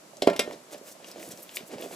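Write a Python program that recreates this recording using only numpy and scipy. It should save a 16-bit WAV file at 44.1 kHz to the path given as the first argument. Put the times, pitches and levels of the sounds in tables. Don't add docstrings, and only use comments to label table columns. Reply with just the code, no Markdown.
import sys
import numpy as np
from scipy import signal
from scipy.fft import rfft, irfft
from scipy.io import wavfile

SR = 44100
rng = np.random.default_rng(int(sys.argv[2]) if len(sys.argv) > 2 else 0)


def int16_out(signal):
    q = np.round(np.clip(np.atleast_2d(signal).T, -1, 1) * 32767)
    wavfile.write(sys.argv[1], SR, q.astype(np.int16))


N = 85995
HIT_SIZE = 20480

# frequency_hz, level_db
WOOD_SPECTRUM = [(30, -54), (80, -32), (130, -17.5), (180, -6), (300, 1), (420, 2), (660, -1), (800, -11.5),
                 (1200, -22.5), (2500, -35), (8000, -73)]


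def undb(db):
    return 10 ** (np.asarray(db) / 20)


def unit(x):
    return x / np.sqrt(np.mean(x ** 2))


def clock(size=N):
    return np.arange(size) / SR


def fade(t60_s):
    return np.exp(-np.log(1000) * clock(HIT_SIZE) / t60_s)


def attack(rise_s):
    return 1 - np.exp(-clock(HIT_SIZE) / rise_s)


def shape(x, gain):
    size = x.shape[-1]
    hz = np.maximum(np.fft.rfftfreq(size, 1 / SR), 1)
    return irfft(rfft(x) * gain(hz), size)


def along(f, points):
    hz, value = np.array(points).T
    return np.interp(np.log(f), np.log(hz), value)


def colour(x, points):
    return unit(shape(x, lambda f: undb(along(f, points))))


def resonance(x, hz, width):
    return unit(shape(x, lambda f: 1 / (1 + ((f / hz - hz / f) / width) ** 2)))


def noise(size=N, side=0.079):
    mid, apart = rng.standard_normal((2, size))
    apart = side * shape(apart, lambda f: f / np.hypot(f, 940))
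    return np.array([mid + apart, mid - apart])


def add(out, start_s, x):
    i = int(np.clip(start_s * SR, 0, N - 1))
    out[:, i:i + x.shape[-1]] += x[..., :N - i]


def grain(spread_db=2.5, rate_hz=921):
    grip = np.interp(clock() * rate_hz, np.arange(N), rng.standard_normal(N))
    return unit(undb(spread_db * grip))


def swell(middle_s, half_length_s):
    return 1 / np.cosh(np.clip(1.28 * (clock() - middle_s) / half_length_s, -20, 20))


def ring(modes):
    t = clock(HIT_SIZE)
    return np.array([undb(db) * fade(t60) * np.sin(2 * np.pi * hz * t) for hz, db, t60 in modes])


def room_tone():
    # frequency_hz, relative_db
    air_spectrum = [(25, -28), (70, -42), (120, -7), (180, -0.5), (300, -0.5), (470, -3.5), (620, 3),
                    (800, -7), (1100, -6), (1700, -11.5), (3300, -15.5), (7000, -14), (11000, -18),
                    (14800, -27), (16000, -53)]
    return undb(-52.5) * colour(noise(side=0.9), air_spectrum)


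def bench_ring():
    # pitch_hz, relative_db, t60_s
    bench_modes = [(178, -30, .22), (228, -27, .12), (290, -23, .12), (345, -23, .09), (403, -17, .14),
                   (445, -19, .09), (577, -18.5, .165), (596, -24, .24), (664, -20, .14), (715, -23, .06)]
    return ring(bench_modes).sum(axis=0) * attack(0.0026)


def thud(hz, bench, lag_cycles=0.6, width_cycles=0.55):
    cycles = clock(HIT_SIZE) * hz - lag_cycles
    pulse = np.exp(-.5 * (cycles / width_cycles) ** 2)
    bend = pulse * np.sin(2 * np.pi * cycles) * attack(0.00061)
    push = np.gradient(bend) * SR / (2 * np.pi * hz)
    boom = colour(noise(HIT_SIZE), WOOD_SPECTRUM) * fade(t60_s=0.12) * attack(0.001)
    return undb(-1.5) * push - undb(1) * bench + undb(-17) * boom


def bumps(bench):
    # start_s, relative_db, pitch_hz
    blows = [(0.134, -38, 565), (0.183, -40, 596), (0.2365, -47, 503), (0.2815, -22, 520),
             (0.2913, -19, 470), (0.357, -30.5, 295), (0.4014, -23.5, 436), (0.4765, -22.5, 343),
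             (0.503, -29.5, 405), (0.522, -32, 437), (0.538, -34, 420), (0.557, -40, 286),
             (0.730, -34.5, 450), (0.747, -29, 474), (0.813, -36.5, 353), (1.0015, -38, 610),
             (1.16, -30, 450), (1.188, -38.5, 252), (1.278, -36.5, 310), (1.292, -39.5, 176),
             (1.311, -36, 336), (1.334, -40, 180), (1.609, -38, 292), (1.633, -41.5, 186),
             (1.713, -43, 474), (1.735, -38, 340), (1.757, -34.5, 183), (1.7828, -30, 607),
             (1.838, -34, 506), (1.849, -29, 410), (1.861, -29.5, 390), (1.9105, -31.5, 590)]
    out = np.zeros((2, N))
    for start, db, hz in blows:
        add(out, start, undb(db) * thud(hz, bench))
    return out


def ticks():
    # start_s, level_db, pitch_hz
    contacts = [(0.1689, -39, 6540), (0.17, -49, 6800), (0.2207, -19, 3800), (0.2241, -26.5, 4170),
                (0.2745, -20.5, 1130), (0.3008, -27, 1950), (0.394, -22.5, 1470), (0.509, -43, 2170),
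                (0.511, -35, 950), (0.732, -48, 5000), (0.7445, -42.5, 2280), (1.0445, -35, 2800),
                (1.044, -44, 950), (1.115, -41.5, 5500), (1.199, -44.5, 2280), (1.228, -41.5, 2210),
                (1.2885, -37, 8850), (1.3742, -39.5, 5570), (1.4922, -37, 3100), (1.57, -23, 2850),
                (1.715, -41.5, 2940), (1.7835, -37.5, 3220), (1.8104, -44, 1670), (1.812, -38.5, 12300),
                (1.823, -35, 2730), (1.9255, -41, 2670)]
    out = np.zeros((2, N))
    for start, db, hz in contacts:
        tick = resonance(noise(HIT_SIZE), hz, width=0.59) * fade(t60_s=0.015)
        add(out, start, undb(db) * tick)
    return out


def can_knocks(bench, spread_octaves=1.23):
    # start_s, thud_db, thud_pitch_hz, ring_db, crack_db, brightness_hz
    contacts = [(0.2209, -51, 590, -32, -33.5, 7860), (0.2227, -12, 435, -35, -29.5, 8000),
                (0.231, -22, 520, -40, -39, 5000), (0.2707, -20, 604, -55, -33, 4520),
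                (0.2738, -0.5, 380, -9, -24, 2090), (0.2989, -44, 610, -39, -32.5, 2660),
                (0.332, -31, 450, -25.5, -37.5, 3220), (0.3605, -58, 450, -57, -48, 12000),
                (0.363, -54, 500, -38, -32, 10200), (0.393, -15, 423, -18, -16.5, 7900),
                (0.3976, -18, 430, -34, -26.5, 9000)]
    # pitch_hz, relative_db, t60_s
    tin_modes = [(1026, -17, .18), (1146, -15, .11), (1371, -9, .13), (1829, -18, .35), (2135, -8, .12),
                 (2432, -8, .13), (2760, -6, .1), (3040, -10, .1), (3267, -12, .11), (3693, -9, .1),
                 (3912, -11, .09), (3996, -10, .11), (4400, -13, .07), (5440, -9, .08)]
    # frequency_hz, relative_db
    crack_spectrum = [(100, -66), (350, -45), (900, -4), (1200, -11), (1400, 2), (1750, -3), (2100, 0.5),
                      (2700, 2.5), (4300, -0.5), (5400, 0), (6200, -6), (7500, -1.5), (9000, -5),
                      (10200, -1.5), (12800, -6.5), (16000, -21)]
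    mode_hz = np.array(tin_modes)[:, 0]
    partials = ring(tin_modes) * attack(0.0039)
    out = np.zeros((2, N))
    for start, thud_db, hz, ring_db, crack_db, bright_hz in contacts:
        crack = colour(noise(HIT_SIZE), crack_spectrum)
        dulled = shape(crack, lambda f: (1 + (f / bright_hz) ** 2) ** -.7)
        crack = unit(dulled) * fade(t60_s=0.039)
        octaves_off = np.log2(mode_hz / (0.25 * bright_hz))
        tin = undb(-3.5) * np.exp(-.5 * (octaves_off / spread_octaves) ** 2) @ partials
        add(out, start, undb(thud_db) * thud(hz, bench) + undb(ring_db) * tin + undb(crack_db) * crack)
    return out


def drags():
    # middle_s, half_length_s, rumble_db, scrape_db
    strokes = [(0.49, 0.062, -45, -55), (0.737, 0.026, -47, -51), (0.884, 0.023, -55.5, -55.5),
               (1.077, 0.057, -54, -55.5), (1.217, 0.053, -47.5, -54.5), (1.315, 0.017, -51.5, -53),
               (1.395, 0.023, -51, -60), (1.508, 0.06, -67, -56.5), (1.589, 0.031, -50, -52.5),
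               (1.732, .022, -40.5, -51), (1.828, .036, -41, -48.5), (1.945, 0.027, -41.5, -50)]
    rumble = sum(undb(db) * swell(middle, half) for middle, half, db, _ in strokes)
    scrape = sum(undb(db) * swell(middle, half) for middle, half, _, db in strokes)
    # frequency_hz, relative_db
    scrape_spectrum = [(300, -24), (900, -1), (1400, 3.5), (2400, 4.5), (3600, 1.5), (5500, -2),
                       (9000, -8.5), (16000, -28)]
    slips = noise() * grain()
    return rumble * colour(slips, WOOD_SPECTRUM) + scrape * colour(slips, scrape_spectrum)


def glove_swishes():
    # middle_s, half_length_s, relative_db, pitch_hz
    strokes = [(0.531, 0.01, -47, 4580), (0.729, 0.011, -45.5, 7500), (0.783, 0.0067, -53, 6500),
               (0.88, 0.023, -47, 8140), (0.921, 0.008, -47, 7850), (1.081, 0.014, -47, 6500),
               (1.114, 0.0057, -47.5, 9000), (1.243, 0.037, -45.5, 8000), (1.318, 0.0057, -38, 7900),
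               (1.4, 0.035, -51.5, 9700), (1.431, 0.0046, -40, 12200), (1.548, 0.038, -51, 9200),
               (1.563, 0.0077, -34.5, 9300), (1.678, 0.01, -47.5, 9150), (1.729, 0.0094, -50.5, 7500),
               (1.836, 0.03, -47.5, 7400), (1.943, 0.038, -47, 7950)]
    rub = noise()
    swishes = sum(undb(db) * swell(middle, half) * resonance(rub, hz, width=1.14)
                  for middle, half, db, hz in strokes)
    return undb(-2) * swishes * grain()


def echo_decay(t60_s, delay_s=0.004):
    return unit(fade(t60_s) * (clock(HIT_SIZE) > delay_s)) / np.sqrt(HIT_SIZE)


def room_echo(x):
    # centre_hz, t60_s, relative_db
    bands = [(150, 0.78, -15), (428, 0.4, -26), (1010, 0.39, -9.5), (2450, 0.24, -15.5), (5850, 0.13, -7),
             (13000, 0.21, -14)]
    log_centres = np.log([hz for hz, _, _ in bands])
    wash = noise(HIT_SIZE, side=0.5)
    early = shape(noise(HIT_SIZE, side=0.5), lambda f: f / np.hypot(f, 1200))
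    response = undb(-15.5) * early * echo_decay(t60_s=0.089)
    for share, (_, t60, db) in zip(np.eye(len(bands)), bands):
        band = shape(wash, lambda f: np.interp(np.log(f), log_centres, share))
        response += undb(db) * band * echo_decay(t60)
    return signal.fftconvolve(x, response, axes=1)[:, :N]


def scene():
    bench = bench_ring()
    close = can_knocks(bench) + bumps(bench) + ticks() + glove_swishes() + drags()
    return close + room_echo(close) + room_tone()


def record(dry):
    # frequency_hz, left_minus_right_db
    balance = [(60, -7), (110, -1.5), (200, -2.0), (380, -2.5), (700, -7.5), (1290, -1.5), (2380, 2.5),
               (4400, 1.5), (8120, 1.0), (15000, 0.5)]
    # frequency_hz, left_lead_rad
    lead = [(0, 0), (690, 0.23), (1210, 1.77), (2150, 1.15), (3530, 0.6), (4310, 0.59), (5860, 0.5),
            (7580, 0.51), (8010, 0), (8270, 0.43), (11700, 0.5), (15900, 0.59)]
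    low_cut_hz, notch_hz, top_hz = 20, 9030, 15350
    sides = np.array([[.5], [-.5]])
    ports = shape(dry, lambda f: undb(sides * along(f, balance)) * np.exp(1j * sides * along(f, lead)))
    thinned = shape(ports, lambda f: f / np.hypot(f, low_cut_hz))
    notched = signal.lfilter(*signal.iirnotch(notch_hz, Q=16, fs=SR), thinned)
    top_cut = signal.ellip(8, .2, 70, top_hz, fs=SR, output="sos")
    return signal.sosfilt(top_cut, np.clip(notched, -1, 1))


dry = scene()
out = record(dry)
int16_out(out)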